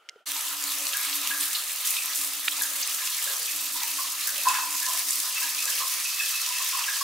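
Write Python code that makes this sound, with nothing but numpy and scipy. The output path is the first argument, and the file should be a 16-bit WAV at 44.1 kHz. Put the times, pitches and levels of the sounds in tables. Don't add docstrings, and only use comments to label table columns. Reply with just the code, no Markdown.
import sys
import numpy as np
from scipy import signal
from scipy.fft import rfft, irfft, next_fast_len
from scipy.io import wavfile
from scipy.ndimage import uniform_filter1d

SR = 44100
rng = np.random.default_rng(int(sys.argv[2]) if len(sys.argv) > 2 else 0)


def digitize_waveform(pressure):
    field = np.atleast_2d(pressure).T
    bounded = np.clip(field, -1, 1)
    quanta = np.round(bounded * 32767).astype(np.int16)
    wavfile.write(sys.argv[1], SR, quanta)


N = 310023
TIME = np.arange(N) / SR

# (time [s], level [dB], pitch [Hz], echo bandwidth [Hz], bubble against level [dB], early echo t60 [s])
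HEAVY_DROPS = [(.355, -42, 940, 200, -4, 0.12), (.943, -35.5, 1633, 150, 10, .12),
               (1.306, -30, 1650, 150, 4, .13), (1.548, -34, 4200, 600, -10, 0.17),
               (1.965, -34, 2520, 300, -1, .16), (2.575, -42, 950, 160, -6, .15),
               (2.611, -33.5, 1638, 190, 6, 0.11), (2.99, -39, 1760, 200, -4, 0.097),
               (3.01, -42.5, 1040, 110, 9, 0.11), (3.112, -39, 3220, 400, -8, .18),
               (3.268, -36.5, 1630, 200, -4, 0.11), (3.469, -37, 2570, 250, -8, .18),
               (3.746, -42, 950, 130, -2, .18), (3.81, -36.5, 947, 150, -2, 0.094),
               (3.981, -33, 1094, 130, 5, 0.088), (4.263, -35.5, 1630, 420, -8, 0.19),
               (4.367, -36.5, 2590, 140, -6, 0.21), (4.451, -27, 990, 190, 10.5, 0.074),
               (4.467, -27, 1018, 150, 19.5, 0.11), (4.479, -28, 2607, 100, 1, 0.11),
               (4.494, -23.5, 1028, 130, 14, 0.059), (4.528, -30, 1420, 700, -6, 0.14),
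               (4.531, -35, 2600, 150, 19, 0.065), (4.584, -29.5, 995, 120, 15.5, 0.064),
               (4.817, -35, 1740, 180, -4, .13), (4.863, -33.5, 1045, 120, -11, .26),
               (5.236, -44.5, 1020, 90, -2, 0.17), (5.358, -33.5, 2640, 110, 6, .17),
               (5.411, -40, 985, 130, 1, 0.28), (5.422, -37, 1670, 190, 2, .16),
               (5.575, -31.5, 2590, 150, 8, 0.089), (5.66, -36.5, 1615, 280, -8, 0.24),
               (5.801, -32, 1110, 220, -12, 0.2), (6.046, -31, 2586, 170, 13, 0.076),
               (6.195, -29.5, 2593, 140, 12, 0.16), (6.205, -35, 1690, 240, -8, 0.12),
               (6.334, -33, 2610, 90, -7, .24), (6.465, -38.5, 991, 100, -6, 0.33),
               (6.52, -33, 2620, 170, -4, 0.25), (6.565, -38, 1800, 220, -4, .12),
               (6.59, -38, 1070, 220, -7, .17), (6.725, -32, 1083, 252, -14, 0.23),
               (6.734, -39, 2600, 150, -6, 0.21), (6.778, -37, 1020, 280, -10, 0.1),
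               (6.878, -30, 1646, 200, 5, 0.1), (7.008, -34.5, 1097, 120, 11, 0.1)]
BUBBLE_RISE_OCT_PER_S = 0.76


def gain_of(db):
    return 10 ** (np.asarray(db) / 20)


def unit_rms(x):
    return x / np.sqrt(np.mean(x ** 2) + 1e-20)


def at_hz(points, hz):
    f, value = np.transpose(points)
    return np.interp(np.log(hz + 1), np.log(f + 1), value)


def follow(rows, column=1):
    rows = np.asarray(rows)
    return np.interp(TIME, rows[:, 0], rows[:, column])


def spells(rows, attack_s, release_s):
    return sum(height * np.clip((TIME - s) / attack_s, 0, 1)
               * np.exp(-np.maximum(TIME - s - length, 0) / release_s) for s, length, height in rows)


def wander(per_s):
    knots = np.arange(0, TIME[-1] + 1, 1 / per_s)
    return unit_rms(np.interp(TIME, knots, rng.standard_normal(8192)[:len(knots)]))


def add(mix, s, sound):
    part = mix[:, max(round(s * SR), 0):][:, :sound.shape[1]]
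    part += sound[:, :part.shape[1]]


def colour(x, spectrum):
    f = np.fft.rfftfreq(x.shape[-1], 1 / SR)
    return unit_rms(irfft(rfft(x) * gain_of(at_hz(spectrum, f)), x.shape[-1]))


def diffuse(pair):
    # (frequency [Hz], coherence [ratio, capped at 1])
    coherence = [(100, 1.2), (300, 0.86), (600, 0.88), (1200, 0.82), (2500, 0.81), (5000, 0.66),
                 (14000, 0.58)]
    size = next_fast_len(pair.shape[1])
    same = np.clip(at_hz(coherence, np.fft.rfftfreq(size, 1 / SR)), 0, 1)
    mid, side = rfft(pair, size) * np.sqrt([1 + same, 1 - same])
    return irfft(np.array([mid + side, mid - side]), size)


def wash(spectrum, patchy_db):
    cells = signal.stft(rng.standard_normal((2, N)), nperseg=512)[2]
    patches = uniform_filter1d(rng.standard_normal(cells.shape[1:]), size=9, axis=0)
    patches = unit_rms(uniform_filter1d(patches, size=9, axis=1))
    noise = signal.istft(cells * gain_of(patchy_db * patches), nperseg=512)[1][:, :N]
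    return colour(diffuse(noise), spectrum)[:, :N]


def room(x):
    # (frequency [Hz], t60 [s])
    decay_times = [(250, 0.54), (1000, 0.077), (4000, 0.26), (14000, 0.94)]
    hz, t, cells = signal.stft(rng.standard_normal((2, SR // 2)), SR, nperseg=256)
    fade = gain_of(-60 * t / at_hz(decay_times, hz)[:, None])
    tail = diffuse(signal.istft(cells * fade, nperseg=256)[1])
    return signal.fftconvolve(x.mean(0)[None], tail / np.linalg.norm(tail[0]), axes=1)[:, :N]


def stall_db(f):
    # (frequency [Hz], width [Hz], lift [dB])
    modes = [(557, 21, 7), (755, 23, 6), (852, 14, 4.5), (1009, 14, 9.5), (1051, 9.7, 5.5), (1648, 23, 5),
             (1760, 65, 5.5), (1876, 51, -0.5), (2600, 17, 6.5)]
    return sum(db / (1 + (2 * (f - hz) / width) ** 2) for hz, width, db in modes)


def in_stall(x, share=0.77):
    size = next_fast_len(N)
    lift_db = share * stall_db(np.fft.rfftfreq(size, 1 / SR))
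    return irfft(rfft(x, size) * gain_of(lift_db), size)[:, :N]


def burst(hz, octaves, decay_s):
    t, f = np.arange(2048) / SR, np.fft.rfftfreq(2048, 1 / SR)
    band = np.exp(-.35 * abs(np.log2((f + 1) / hz) / octaves) ** 3)
    noise = irfft(rfft(diffuse(rng.standard_normal((2, len(t))))) * band)
    shape = t / decay_s * np.exp(1 - 2 * t / decay_s) * 2
    low_cut = signal.butter(2, hz / 4, "highpass", fs=SR, output="sos")
    return 0.72 * unit_rms(signal.sosfilt(low_cut, noise * shape)) * np.sqrt(np.mean(shape ** 2))


def impacts(rows, wet):
    out = np.zeros((2, N))
    for s, db, hz, octaves, decay_s in rows:
        add(out, s, gain_of(db) * burst(hz, octaves, decay_s))
    return out + wet * room(out)


def low_hum():
    # (frequency [Hz], relative density [dB])
    rumble = [(25, -19), (60, -9), (100, 2), (150, -12), (190, 1), (225, 15), (262, 15), (320, -6),
              (400, -19)]
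    # (frequency [Hz], relative level [dB], waver [Hz])
    tones = [(287.2, -0.5, 3.08), (98, -32, 3.9), (339, -21, 4.5)]
    # (start [s], length [s], level [dB])
    hums = [(0.263, 0.097, -55.5), (.45, .1, -58), (.55, 0.3, -55.5), (.89, 0.12, -63),
            (1.053, 0.36, -51.5), (1.495, .036, -58), (1.97, 0.17, -65), (2.165, 0.22, -54),
            (2.43, 0.38, -56.5), (3.53, 0.22, -57.5), (3.725, 0.068, -58), (3.846, 0.15, -59),
            (4.053, 0.22, -64), (4.323, 0.55, -58.5), (4.922, 0.28, -59), (5.402, 0.23, -62),
            (5.96, 0.085, -71), (6.447, 0.35, -67.5)]
    out = gain_of(-17) * wash(rumble, patchy_db=4)
    for hz, db, waver in tones:
        turns = np.cumsum(hz + waver * wander(per_s=25)) / SR
        out += gain_of(db + 2.5 * wander(per_s=32)) * np.sin(2 * np.pi * turns)
    swells = spells([(s, length, gain_of(db)) for s, length, db in hums], attack_s=.028, release_s=.024)
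    murmur = gain_of(-67 - 1.24 * TIME + 3.6 * wander(per_s=12))
    return np.hypot(swells, murmur) * out


def valve():
    # (frequency [Hz], level [dB])
    whistles = [(1385, -68), (3080, -80)]
    # (frequency [Hz], relative density [dB])
    whisper = [(60, -33), (200, -24), (400, -2), (750, -2), (1100, -10), (1390, 10), (1650, -6), (2600, -8),
               (3050, -1), (3600, -14), (8000, -20), (16000, -27)]
    out = np.zeros(N)
    for hz, db in whistles:
        level = gain_of(db + 1.6 * wander(per_s=77))
        turns = np.cumsum(hz + 11 * wander(per_s=180)) / SR
        out += level * np.sin(2 * np.pi * turns)
    return out + gain_of(-60.5) * wash(whisper, patchy_db=1)


def tap(glide_s=.025):
    # (time [s], level [dB], centre [Hz], width [octaves], decay [s])
    clicks = [(.0888, -29, 3600, 0.8, 0.0012), (.0892, -37, 1110, 1.3, 0.00089),
              (.0947, -21.5, 4860, 0.21, 0.00026), (.158, -58, 1300, 1.5, .003)]
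    # (time [s], level [dB], pitch [Hz], t60 [s], glide [octaves/s])
    rings = [(.089, -34, 2080, .036, 0), (.089, -31, 2850, .022, 0), (.159, -42, 490, .05, -22),
             (.205, -56, 580, .15, 18)]
    out, t = impacts(clicks, wet=0.061), np.arange(SR // 8) / SR
    for s, db, hz, t60, glide in rings:
        turns = np.cumsum(hz * 2 ** (glide * np.minimum(t, glide_s))) / SR
        envelope = gain_of(db - 60 * t / t60) * (1 - np.exp(-t / 0.00092)) ** 2
        add(out, s, (envelope * np.sin(2 * np.pi * turns))[None])
    return out


def gushes():
    # (start [s], length [s], level [dB], pitch [Hz])
    pours = [(0.772, 0.074, -50, 535), (2.563, 0.22, -57, 520), (3.26, 0.033, -48.5, 543),
             (3.282, 0.018, -56.5, 395), (3.377, 0.03, -54, 464), (4.318, 0.14, -52, 550),
             (4.871, 0.087, -48, 680), (5.627, 0.19, -54, 505)]
    # (frequency [multiple of the pitch], relative density [dB])
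    spectrum = [(.12, -47), (.3, -34), (.7, -14.5), (.9, -9.5), (1, 1.5), (1.15, -2.5), (1.5, -8),
                (2.2, -4), (5.5, -42)]
    out = np.zeros((2, N))
    for s, length, db, hz in pours:
        noise = diffuse(rng.standard_normal((2, SR)))
        gurgle = colour(noise, [(k * hz, level) for k, level in spectrum])[:, :SR]
        envelope = spells([(0, length, gain_of(db))], attack_s=0.0059, release_s=0.091)[:SR]
        add(out, s, gurgle * envelope)
    return out


def floor_drumming():
    # (frequency [Hz], relative density [dB])
    drum_spectrum = [(25, -43), (65, -28), (100, -18.5), (135, -33), (165, -26.5), (225, -9), (280, 0),
                     (370, -9), (450, -2), (550, 5.5), (700, 6.5), (1000, 4), (2000, 10), (6000, -64)]
    # (frequency [Hz], relative density [dB])
    hollow_spectrum = [(300, -50), (820, -20), (980, -5.5), (1100, -9.5), (1230, -0.5), (1360, -3.5),
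                       (1550, -11), (3000, -44)]
    # (time [s], level [dB])
    hollow_levels = [(.3, -48), (1.45, -47.5), (1.65, -56), (2.8, -51.5), (3.6, -55)]
    drum = gain_of(-51.5 - .5 * TIME) * wash(drum_spectrum, patchy_db=1.3)
    return drum + gain_of(follow(hollow_levels)) * wash(hollow_spectrum, patchy_db=3)


def clack(decay_s=.0012, right_db=3, thump_s=2.478, thump_hz=42):
    # (time [s], level [dB])
    contacts = [(2.4775, -11), (2.4805, 0)]
    # (frequency [Hz], level [dB])
    modes = [(1450, -22.5), (1830, -20), (2460, -15.5), (2820, -16), (3290, -21), (3730, -18), (4200, -27)]
    age = np.maximum(TIME - thump_s, 0)
    thump = gain_of(-67) * np.sin(2 * np.pi * thump_hz * age) * np.exp(-age / .012)
    out, t = np.zeros((2, N)), np.arange(1024) / SR
    envelope = t / decay_s * np.exp(1 - t / decay_s)
    ring = envelope * sum(gain_of(db) * np.sin(2 * np.pi * hz * t) for hz, db in modes)
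    for s, db in contacts:
        add(out, s, gain_of(db) * ring[None])
    return (out + 0.1 * room(out)) * gain_of([[-right_db / 2], [right_db / 2]]) + thump


def froth(count=7, relative_db=-8.5, scatter_octaves=0.124, delay_s=.045, t60=0.028):
    out, t = np.zeros((2, N)), np.arange(SR // 16) / SR
    for s, db, hz, *_ in HEAVY_DROPS:
        for late, detune, size, pan in rng.standard_normal((count, 4)):
            octaves = scatter_octaves * (0.24 + np.clip(detune, -1.6, 1.6))
            turns = np.cumsum(hz * 2 ** (octaves + BUBBLE_RISE_OCT_PER_S * t)) / SR
            envelope = gain_of(db + relative_db + 2 * size - 60 * t / t60) * (1 - np.exp(-t / 0.0007))
            ring = envelope * np.sin(2 * np.pi * turns)
            add(out, s + delay_s * abs(late), ring * gain_of([[pan], [-pan]]))
    return out


def plops(bubble_share=0.71, swell_share=0.083, early_db=4, late_db=-8, late_t60=0.99, slap_db=-8):
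    out, t, f = np.zeros((2, N)), np.arange(SR // 2) / SR, np.fft.rfftfreq(SR // 2, 1 / SR)
    for s, db, hz, width, bubble_db, t60 in HEAVY_DROPS:
        turns = np.cumsum(hz * 2 ** (BUBBLE_RISE_OCT_PER_S * t)) / SR
        envelope = gain_of(bubble_db - 60 * t / (bubble_share * t60)) * (1 - np.exp(-t / 0.0032)) ** 2
        bubble = envelope * np.sin(2 * np.pi * turns)
        low_cut = np.minimum(f / (0.88 * hz), 1) ** 3
        band = gain_of(stall_db(f)) / (1 + (2 * (f - hz) / width) ** 2) * low_cut
        fade = gain_of(early_db - 60 * t / t60) + gain_of(late_db - 60 * t / late_t60)
        fade *= 1 - np.exp(-t / (swell_share * t60))
        mid, side = irfft(np.exp(2j * np.pi * rng.random((2, len(f)))) * band, len(t))
        echo = unit_rms(fade * (mid + 0.31 * np.array([side, -side]))) * np.sqrt(np.mean(fade ** 2))
        add(out, s, gain_of(db) * (bubble + echo))
        add(out, s, gain_of(db + slap_db) * burst(1.4 * hz, octaves=0.28, decay_s=0.017))
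    return out


def near_drops():
    # (time [s], level [dB], centre [Hz], width [octaves], decay [s])
    smacks = [(.3178, -18, 6500, 1.5, .0014), (.364, -25.5, 4550, .85, .0043),
              (.4105, -23, 8000, 0.46, .0015), (.6393, -19, 7500, .59, 0.0011),
              (.6924, -19, 7400, .7, .0003), (.721, -27, 8000, .75, .0015), (.868, -18, 4400, 0.91, .0016),
              (.932, -23, 3000, .72, .0036), (.9712, -11.5, 9000, 0.76, .0006),
              (1.048, -25.5, 3000, .7, .003), (1.128, -23, 3700, 0.61, 0.0033),
              (1.2162, -17, 9700, .6, .0005), (1.258, -30, 3500, 0.55, 0.0028),
              (1.2738, -13.5, 6000, 1.1, 0.0011), (1.4102, -14, 8800, 0.41, 0.00097),
              (1.547, -22, 3740, 0.38, 0.0075), (1.856, -22, 9500, .9, .0022),
              (1.8724, -15, 9300, 0.58, .0009), (2.0587, -15.5, 10300, 0.5, .0007),
              (2.1575, -15, 9300, 0.55, .0009), (2.5185, -27.5, 3570, 0.14, .0055),
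              (2.621, -15, 10500, .6, 0.00088), (2.826, -21.5, 5500, 0.26, 0.0064),
              (2.875, -15, 10000, 1.1, .001), (3.072, -22.5, 3400, 1.1, 0.0043),
              (3.8335, -16.5, 7200, 1, 0.0013), (4.271, -17.5, 9000, 0.9, 0.0052),
              (4.4855, -15, 6500, 0.76, 0.0028), (5.1072, -13.5, 7800, 0.26, 0.0016),
              (5.1568, -17, 9700, .6, 0.0011), (5.4026, -17, 9200, 0.62, .0008),
              (5.6545, -17, 7400, 0.46, 0.002), (5.72, -29, 2900, 0.12, .008),
              (5.775, -29.5, 2780, 0.16, 0.0072), (6.835, -27, 2750, 0.23, 0.0061)]
    return impacts(smacks, wet=0.99)


def spatter(per_s, range_hz, octaves, decay_s, spread_db, wet, count=160):
    out = np.zeros((2, N + 2048))
    kinds = [burst(hz, octaves, decay_s)[:, :512] for hz in np.geomspace(*range_hz, count)]
    for when, kind, size, pan in rng.random((int(per_s * TIME[-1]), 4)):
        size_db = spread_db * min(-np.log(1 - size), 4.2)
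        pan_db = (pan - .5) * np.array([[3], [-3]])
        add(out, when * TIME[-1], kinds[int(kind * count)] * gain_of(size_db + pan_db))
    return unit_rms(out[:, :N] + wet * room(out[:, :N]))


def hiss():
    # (frequency [Hz], relative density [dB])
    spectrum = [(120, -70), (500, -60), (1500, -19), (3000, -1.5), (5500, 6), (8000, 5.5), (12000, 5),
                (14000, 2.5), (16000, 1)]
    # (time [s], lift near 5 kHz [dB])
    harshness = [(.3, -7.5), (2.5, -4), (4.5, 0.5), (7, 3)]
    far = wash(spectrum, patchy_db=1.26)
    drops = spatter(per_s=900, range_hz=(6130, 14000), octaves=.79, decay_s=.0036, spread_db=5.5, wet=.4)
    strays = spatter(per_s=21, range_hz=(7000, 11000), octaves=1, decay_s=.0011, spread_db=0, wet=.18)
    fine = gain_of(-2) * far + gain_of(-4.5) * drops + gain_of(-13.5) * strays
    presence = signal.sosfilt(signal.butter(1, [4000, 6500], "bandpass", fs=SR, output="sos"), fine)
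    return fine + (gain_of(follow(harshness)) - 1) * presence


def splash():
    # (frequency [Hz], relative density [dB])
    spectrum = [(120, -67), (300, -47), (750, -22), (1050, -5), (1250, 0), (1480, -7.5), (2000, -1),
                (2800, -1), (4200, -1.5), (6500, -2), (12000, -16.5)]
    far = wash(spectrum, patchy_db=3)
    drops = spatter(per_s=490, range_hz=(2290, 5460), octaves=.28, decay_s=.0036, spread_db=3, wet=1)
    return gain_of(-1.5) * far + gain_of(-5.5) * drops


def spray(attack_s=0.0071, release_s=0.016):
    # (time [s], hiss gain [dB], splash gain [dB])
    flow = [(.3, -30.5, -35.5), (.55, -31, -36), (1.25, -30, -33.5), (1.72, -30.5, -37.5), (2.08, -30, -34),
            (2.43, -32.5, -37), (2.85, -28.5, -35.5), (3.75, -30, -36), (4.45, -30.5, -35.5),
            (4.73, -30, -39), (4.95, -28, -36), (5.55, -31, -34.5), (6, -29.5, -35.5), (7.02, -30, -33)]
    # (start [s], length [s], hiss lift [dB], splash lift [dB])
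    surges = [(0.708, 0.035, 3.5, 2.5), (1.137, 0.033, 4, -0.5), (1.394, 0.061, 4, 1.5),
              (1.845, 0.074, 6, 1.5), (1.933, 0.036, 0.5, 4.5), (2.145, 0.14, 4.5, -2.5),
              (2.614, 0.026, 4, -12), (2.815, 0.075, -3, 4), (4.263, 0.051, 0.5, -2), (4.474, 0.12, 1.5, 5),
              (5.06, 0.11, 1.5, -0.5), (5.398, 0.089, 1.5, 0.5), (5.665, 0.14, 3, 2)]
    hiss_lift = spells([(s, length, db) for s, length, db, _ in surges], attack_s, release_s)
    splash_lift = spells([(s, length, db) for s, length, _, db in surges], attack_s, release_s)
    flutter = gain_of(0.65 * wander(per_s=30))
    hiss_gain = flutter * gain_of(follow(flow) + hiss_lift)
    splash_gain = flutter * gain_of(follow(flow, column=2) + splash_lift)
    return hiss_gain * hiss() + in_stall(splash_gain * splash() + floor_drumming())


def scene(spray_on_s=.256, tap_fade_s=0.054, spray_rise_s=0.018):
    before = np.clip((spray_on_s - TIME) / tap_fade_s, 0, 1)
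    running = np.clip((TIME - spray_on_s) / spray_rise_s, 0, 1)
    opening = tap() + valve()
    shower = spray() + gushes() + low_hum() + plops() + froth() + near_drops() + clack()
    return before * opening + running * shower


def record(dry, cutoff_hz=15780):
    # (frequency [Hz], left minus right [dB])
    balance = [(200, 0.14), (600, -0.28), (3000, -0.81), (8000, -1), (13000, 1)]
    size = next_fast_len(N)
    lean_db = at_hz(balance, np.fft.rfftfreq(size, 1 / SR)) / 2
    heard = irfft(rfft(dry, size) * gain_of([lean_db, -lean_db]), size)[:, :N]
    lowpass = signal.firwin(511, cutoff_hz, window=("kaiser", 9), fs=SR)
    return signal.oaconvolve(heard, lowpass[None], "same")


dry = scene()
out = record(dry)
digitize_waveform(out)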